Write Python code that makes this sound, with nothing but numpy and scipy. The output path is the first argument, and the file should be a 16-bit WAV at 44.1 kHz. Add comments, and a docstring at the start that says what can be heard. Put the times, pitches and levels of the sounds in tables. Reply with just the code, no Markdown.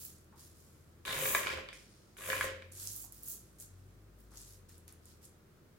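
"""Tiled room: low rumble, faint hiss and a wavering hum, perhaps a distant motor, run throughout (noise, sines).
At first a hand sweeps dried beans over a tablecloth: showers of slips on cloth and clicks of bean on bean.
From 1.05 s and 2.18 s two handfuls drop off the edge into a plastic bowl: knocks excite the wall's modes,
the first with a bright crack until beans cushion the wall; the palm judders low on the table edge.
From 2.7 s more beans are gathered, with clicks and soft pats of the hand."""
import sys
import numpy as np
from scipy import signal
from scipy.fft import rfft, irfft
from scipy.io import wavfile
from scipy.ndimage import uniform_filter1d

SR = 44100
rng = np.random.default_rng(int(sys.argv[2]) if len(sys.argv) > 2 else 0)


def master(y):
    """Save y as 16-bit WAV."""
    cut = np.clip(np.atleast_2d(y).T, -1, 1)
    pcm = np.round(cut * 32767)  # scale
    wavfile.write(sys.argv[1], SR, pcm.astype(np.int16))


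N = 254898
TIME = np.arange(N) / SR


def undb(db):
    """Decibels to gain."""
    return 10 ** (np.asarray(db) / 20)


def unit(x):
    """Scale a response to energy 1 per channel."""
    return x / np.sqrt(np.sum(x ** 2, axis=-1, keepdims=True))


def on_log_axis(hz, points):
    """Interpolate (f/Hz, value) points over log frequency."""
    f_hz, value = np.transpose(points)
    return np.interp(np.log(np.maximum(hz, 1)), np.log(f_hz), value)


def convolve(x, response):
    """Play x through a response, keeping its length."""
    x = np.atleast_2d(x)
    return signal.oaconvolve(x, response, axes=-1)[:, :x.shape[-1]]


def colour(x, points):
    """Causal minimum-phase filter of unit energy with the given spectrum, built from its cepstrum."""
    size = 2048
    level_db = on_log_axis(np.fft.rfftfreq(size, 1 / SR), points)
    cepstrum = irfft(level_db * np.log(10) / 20)
    # fold the anticausal half onto the causal one
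    cepstrum[1:size // 2] *= 2
    cepstrum[size // 2 + 1:] = 0
    response = unit(irfft(np.exp(rfft(cepstrum))))
    return convolve(x, response[None])


def resonate(x, hz, q):
    """One resonant peak, its pitch capped below Nyquist and its bandwidth at SR / 3."""
    hz = min(hz, SR * .42)
    b, a = signal.iirpeak(hz, max(q, hz / (SR / 3)), fs=SR)
    return signal.lfilter(b, a, x)


def burst(decay_s, likeness=0.):
    """A contact dying away in many crowded modes; likeness is the power shared by the two microphones."""
    t = TIME[:SR // 3]
    common, *separate = rng.standard_normal((3, len(t)))
    noise = np.sqrt(likeness) * common + np.sqrt(1 - likeness) * np.array(separate)
    return noise * np.exp(-t / decay_s)


def add(out, start_s, sound):
    """Mix a sound in at start_s."""
    start = max(int(start_s * SR), 0)
    out[:, start:start + sound.shape[1]] += sound[:, :N - start]


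def swell(start_s, rise_s, hold_s, onset_db, sag_db_per_s, fade_db_per_s):
    """Level in dB of one movement: it sets in softly, gathers speed, sags a little and dies away."""
    held_s = TIME - start_s - rise_s
    rise_db = onset_db * np.clip(-held_s / rise_s, 0, 1)
    sag_db = sag_db_per_s * np.clip(held_s, 0, hold_s)
    fade_db = fade_db_per_s * np.maximum(held_s - hold_s, 0)
    return np.where(TIME < start_s, -200, np.maximum(rise_db - sag_db - fade_db, -200))


def shower(gain, per_s, response, count=8):
    """Random unequal impacts shared among several spots, each with its own response; power follows gain."""
    size_spread_db = 5
    chance = per_s / SR * np.ones(N)
    hit = rng.random(N) < chance
    size = hit * undb(size_spread_db * np.clip(rng.standard_normal(N), -2, 1))
    # even out the random impacts' power over a few hundredths of a second so that it follows gain
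    power = uniform_filter1d(uniform_filter1d(size ** 2, size=700), size=700)
    size = gain * size / np.sqrt(power + chance / 10)
    spot = rng.integers(0, count, N)
    return sum(convolve(size * (spot == k), response()) for k in range(count))


def room(x, wet_db, build_s=0.00057):
    """Hard walls: a diffuse tail builds within about a millisecond and decays fastest in the top treble."""
    # room's ring: f/Hz, t60/s
    decay_times = [(200, 0.79), (1000, 0.39), (2500, 0.57), (7000, 0.33), (15000, 0.14)]
    t = TIME[:SR]
    f_hz, frame_s, tail = signal.stft(rng.standard_normal((2, SR)), SR, nperseg=256)
    t60_s = on_log_axis(f_hz, decay_times)[:, None]
    tail = tail * np.exp(-np.log(1000) * frame_s / t60_s)
    tail = signal.istft(tail, SR)[1][:, :SR]
    tail = tail * (1 - np.exp(-(t / build_s) ** 2))
    return x + undb(wet_db) * convolve(x, unit(tail))


def room_tone(mid_db=-63.0, wide_hz=900):
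    """Steady rumble and faint hiss: shaped noise whose bass is nearly alike left and right."""
    # background spectrum: f/Hz, relative level/dB
    spectrum = [(15, -46), (25, -21), (39, -26), (92, -4.5), (123, -7), (212, -10.5), (285, -17.5),
                (317, -11), (394, -14.5), (840, -28.5), (1260, -26), (2110, -32.5), (2690, -36),
                (10100, -41), (16000, -40)]
    f_hz = np.fft.rfftfreq(N, 1 / SR)
    shape = unit(undb(on_log_axis(f_hz, spectrum))) * np.sqrt(len(f_hz))
    mid, side = rfft(rng.standard_normal((2, N))) * shape
    side = side * (f_hz + 80) / np.hypot(f_hz, wide_hz)
    return undb(mid_db) * irfft(np.array([mid + side, mid - side]), N)


def hum():
    """A low tone and its octave, wavering in pitch and level, perhaps a distant motor."""
    # hum track, levels before the left/right offset: t/s, f/Hz, fundamental level/dB, octave level/dB
    track = [(0, 40.2, -71, -66), (1.05, 40, -76, -64), (1.399, 36.7, -82, -66), (1.58, 38.6, -72, -50),
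             (1.74, 49.8, -65, -98), (2.05, 51, -75, -83), (2.29, 47.9, -62, -56), (2.46, 46.3, -58, -53),
             (2.62, 43.8, -75, -58), (2.9, 49.6, -64, -58), (3.12, 53.8, -63.5, -75),
             (3.55, 54.55, -67.5, -75), (3.73, 45.45, -66, -55.5), (4.05, 51.1, -62, -65),
             (4.37, 52.24, -59, -74), (4.551, 48, -63.5, -60), (4.8, 41, -72, -62), (5.78, 37, -76, -75)]
    t_s, *columns = np.transpose(track)
    hz, low_db, octave_db = (np.interp(TIME, t_s, column) for column in columns)
    phase = 2 * np.pi * np.cumsum(hz) / SR
    tone = undb(low_db) * np.sin(phase) + undb(octave_db) * np.sin(2 * phase)
    return np.sqrt(2) * tone * undb(np.array([[1.2], [-1.2]]))


def palm():
    """Skin sticks and slips on the table edge: a brief low tone of unsteady pitch."""
    level_db, pitch_hz = -51, 145
    wander = np.interp(TIME, np.linspace(0, TIME[-1], 300), rng.standard_normal(300))
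    phase = 2 * np.pi * np.cumsum(pitch_hz * (1 + 0.017 * wander)) / SR
    level_db = level_db + swell(1.12, rise_s=.06, hold_s=0.15, onset_db=-14, sag_db_per_s=56, fade_db_per_s=276)
    return np.sqrt(2) * undb(level_db) * np.sin(phase)


def hand():
    """Sum the pushes: clicking and cloth gains, power-weighted crispness and pan of the clicking beans."""
    # pushes of the hand: t/s, rise/s, hold/s, fade/(dB/s), relative click level/dB, relative cloth level/dB,
    # top-treble crispness at full speed/dB, left minus right/dB
    strokes = [ (-.02, 0.016, 0.06, 117, -50, -58.5, 4, -2),
               (0.356, 0.034, 0.068, 140, -58.5, -63.5, -2, -2), (.5, 0.079, .06, 42, -64, -71, -4, -1.5),
               (1.059, 0.21, .11, 166, -35, -68, 3.5, 1.7),
               (1.724, 0.0069, 0.019, 70, -64.5, -59.5, -3, -3),
               (1.89, 0.026, 0.036, 35, -89, -69.5, 8, -3), (2.171, 0.11, .168, 406, -41.5, -80, -3, 1.5),
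               (2.717, 0.1, 0.069, 200, -43.5, -53.5, -7, -2.5),
               (2.865, 0.047, 0.14, 398, -46.5, -61, 2.5, -5), (3.107, 0.025, 0.054, 30, -60.5, -67, 5, -3),
               (3.224, 0.057, 0.047, 202, -44, -61, 4, -2), (3.584, 0.02, 0.025, 342, -48.5, -62, -4, -0.5),
               (3.661, 0.054, .22, 98, -78, -80, -6, -5), (4.166, 0.026, 0.018, 160, -68, -77, 4, -2),
               (4.306, 0.064, 0.066, 300, -55.5, -61, -8, 1), (4.442, .03, 0.076, 280, -57, -65, -12, -1.5),
               (4.681, 0.0064, 0.058, 194, -65.5, -67.5, 2, -1.5),
               (4.873, 0.0042, 0.0049, 220, -63.5, -65.5, -10, 1),
               (5.021, 0.052, .05, 222, -64.5, -66.5, -6, -1),
               (5.211, 0.022, 0.0096, 258, -56, -65, -14, -2)]
    onset_db, sag_db_per_s = -13, 19
    crisp_db_per_db = 1.1  # faster beans click more brightly
    click_power, cloth_power, crisp, pan = 0, 0, 0, 0
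    for start_s, rise_s, hold_s, fade_db_per_s, click_db, cloth_db, crisp_db, pan_db in strokes:
        speed_db = swell(start_s, rise_s, hold_s, onset_db, sag_db_per_s, fade_db_per_s)
        power = undb(click_db + speed_db) ** 2
        click_power = click_power + power
        cloth_power = cloth_power + undb(cloth_db + speed_db) ** 2
        crisp = crisp + power * (crisp_db + crisp_db_per_db * speed_db)
        pan = pan + power * pan_db
    return np.sqrt(click_power), np.sqrt(cloth_power), crisp / click_power, pan / click_power


def table(drag):
    """Beans catch on the cloth in tiny slips; the hand lands with a soft, broadly resonant pat."""
    # slip spectrum: f/Hz, relative level/dB
    cloth = [(500, -9.5), (1500, -11), (2600, -10), (3800, -3), (5500, 0), (7000, -4.5), (10000, -5),
             (16000, -55)]
    # hand coming down: t/s, relative level/dB, f/Hz, Q
    pats = [(0.324, -59.5, 970, 2.4), (3.04, -62.5, 915, 2), (4.319, -61.5, 925, 1.8),
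            (4.335, -65.5, 1310, 0.56), (4.694, -68, 2160, 0.52), (4.879, -61.5, 1710, 0.33)]

    def slip():
        return unit(colour(burst(0.0021), cloth))

    out = shower(drag * undb(0.5), per_s=1200, count=12, response=slip)
    for start_s, db, hz, q in pats:
        pat = burst(0.041, likeness=0.79)
        pat = resonate(resonate(pat, hz, q), hz, q)
        add(out, start_s, undb(db + 27.0) * unit(pat))
    return room(out, wet_db=-10)


def beans(gain, crisp_db, pan_db):
    """Hard skins click together in sub-millisecond contacts, more often the more beans are moving."""
    # bean contact spectrum: f/Hz, relative level/dB
    skin = [(500, -40), (2000, -23), (4000, -10.5), (5300, -8), (6600, 1), (8500, 0.5), (11000, 1.5),
            (14000, 1), (16000, 3)]
    # sharp single clicks: t/s, relative level/dB, f/Hz
    clicks = [(.051, -45.5, 12600), (1.052, -55, 10000), (1.349, -40, 9000), (1.582, -70, 9000),
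              (2.168, -68, 11000), (2.180, -63, 12090), (2.410, -48, 7840), (2.442, -49, 12000),
              (2.722, -53.5, 9170), (2.873, -41, 5450), (2.963, -46, 11930), (3.123, -50.5, 11010),
              (3.233, -47, 13000), (3.285, -45, 12500), (3.600, -51.5, 8600), (4.373, -51.5, 5000),
              (4.416, -56, 8025), (4.693, -61, 8000), (4.78, -60, 10700), (4.880, -55.5, 9630),
              (4.925, -58, 10380), (5.056, -59, 8600), (5.253, -58, 9000)]
    rate_per_s, rate_at_db, crowding = 1300, -49, .38  # rate at that level, and its power law

    def contact():
        return unit(resonate(colour(burst(.0006), skin), rng.uniform(5800, 21600), q=1.53))

    per_s = rate_per_s * (gain / undb(rate_at_db)) ** crowding
    out = shower(gain, per_s, count=26, response=contact)
    out = out + (undb(crisp_db) - 1) * resonate(out, 15300, q=3.4)
    for start_s, db, hz in clicks:
        click = resonate(colour(burst(.0008), skin), hz, q=3.6)
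        add(out, start_s, undb(db + 26) * unit(click))
    balance = undb(np.array([pan_db, -pan_db]) / 2)
    return room(out * balance, wet_db=-2)


def bowl_ring(knocks):
    """Every knock sets the plastic wall's modes ringing; Q follows from pitch and t60."""
    # wall modes: f/Hz, peak gain/dB, t60/s
    modes = [(384.3, 8.5, 0.2), (401, 0.5, 0.24), (423, -2, 0.25), (529.8, 17.5, 0.51), (549, 5, 0.48),
             (575, -24, 0.3), (620, -18, 1), (935, 8, 0.74), (1040, 3, 0.28), (1090, -16, 0.032),
             (1170, -5, 0.19), (1440, -43, 0.34), (1503, -1.5, 0.12), (1672, 7.5, 0.061), (1722, -13, 0.31),
             (1910, 8, 0.13), (2150, -17, .15), (2490, 9, 0.3)]
    return sum(undb(db) * resonate(knocks, hz, q=np.pi * hz * t60_s / np.log(1000)) for hz, db, t60_s in modes)


def bowl():
    """Falling beans drum on plastic: short knocks coloured by where they land, a crack, and the wall's ring."""
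    # knock spectrum: f/Hz, relative level/dB
    shell = [(100, -5.5), (250, -7.5), (400, -3), (560, 2.5), (720, -10.5), (900, -10), (1080, 0.5),
             (1280, -6), (1650, -5), (2450, -6), (3200, -9.5), (4200, -13), (6000, -15.5), (15000, -26)]
    # handfuls landing: t/s, rise/s, hold/s, relative drumming level/dB, crack gain of the first beans/dB
    pours = [(1.05, 0.033, 0.47, -36, 4.5), (2.177, 0.13, 0.16, -39, -37)]
    # single beans on bare plastic: t/s, relative level/dB, f/Hz
    single_knocks = [(1.052, -38.5, 2800), (1.078, -33.5, 1690), (1.126, -32, 3280), (1.223, -33, 536),
                     (1.256, -29.5, 1460), (1.349, -20, 1450), (1.352, -27.5, 1230), (1.469, -30.5, 2090),
                     (1.471, -28, 2280), (1.502, -32.5, 2207), (1.535, -35, 537), (1.581, -39.5, 1918),
                     (1.586, -38, 550), (1.688, -39.5, 2240), (1.729, -44, 2200), (2.168, -50, 1760),
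                     (2.288, -35, 650), (2.301, -27.5, 1890), (2.321, -32, 2170), (2.331, -27.5, 1600),
                     (2.365, -34, 1732), (2.410, -23.5, 1793), (2.442, -30.5, 600), (2.622, -45.5, 2440)]
    onset_db, sag_db_per_s, fade_db_per_s = -10, 6.5, 232
    bare_wall_s, cushion_s, cushioned_db = 0.086, 0.0083, -24.5  # the wall is soon covered, softening the crack

    def landing():
        knock = colour(burst(0.0022, likeness=0.44), shell)
        return unit(knock + resonate(knock, rng.uniform(1130, 3020), q=2.7))

    flow, hardness = 0, undb(cushioned_db)
    for start_s, rise_s, hold_s, db, crack_db in pours:
        flow = flow + undb(db + swell(start_s, rise_s, hold_s, onset_db, sag_db_per_s, fade_db_per_s))
        covered_s = np.maximum(TIME - start_s - bare_wall_s, 0)
        hardness = hardness + undb(crack_db) * (TIME >= start_s) * np.exp(-covered_s / cushion_s)
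    knocks = shower(flow * undb(-6.0), per_s=270, response=landing, count=20)
    # short contacts on the bare wall add a bright crack
    crack = resonate(resonate(knocks, 3760, q=3.1), 3760, q=3.1)
    knocks = knocks + hardness * crack
    for start_s, db, hz in single_knocks:
        knock = resonate(colour(burst(0.0013, likeness=0.18), shell), hz, q=1.05)
        add(knocks, start_s, undb(db + 17.5) * unit(knock))
    return room(knocks, wet_db=-1) + bowl_ring(knocks)


def close_ports(x, wide_hz=650):
    """The two microphones are near each other, so long waves reach both alike."""
    mid, side = (x[0] + x[1]) / 2, (x[0] - x[1]) / 2
    b, a = signal.butter(1, wide_hz, "high", fs=SR)
    side = signal.lfilter(b, a, side)
    return np.array([mid + side, mid - side])


def scene():
    """Bowl, beans and table over the quiet room."""
    clicking, drag, crisp_db, pan_db = hand()
    impacts = bowl() + beans(clicking, crisp_db, pan_db) + table(drag)
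    return close_ports(impacts) + palm() + hum() + room_tone()


def record(dry):
    """The phone cuts the deepest rumble and the top."""
    low_hz, top_hz = 30, 16000
    dry = signal.sosfilt(signal.butter(4, low_hz, "high", fs=SR, output="sos"), dry)
    return signal.sosfilt(signal.ellip(12, .2, 75, top_hz, fs=SR, output="sos"), dry)


dry = scene()
out = record(dry)
master(out)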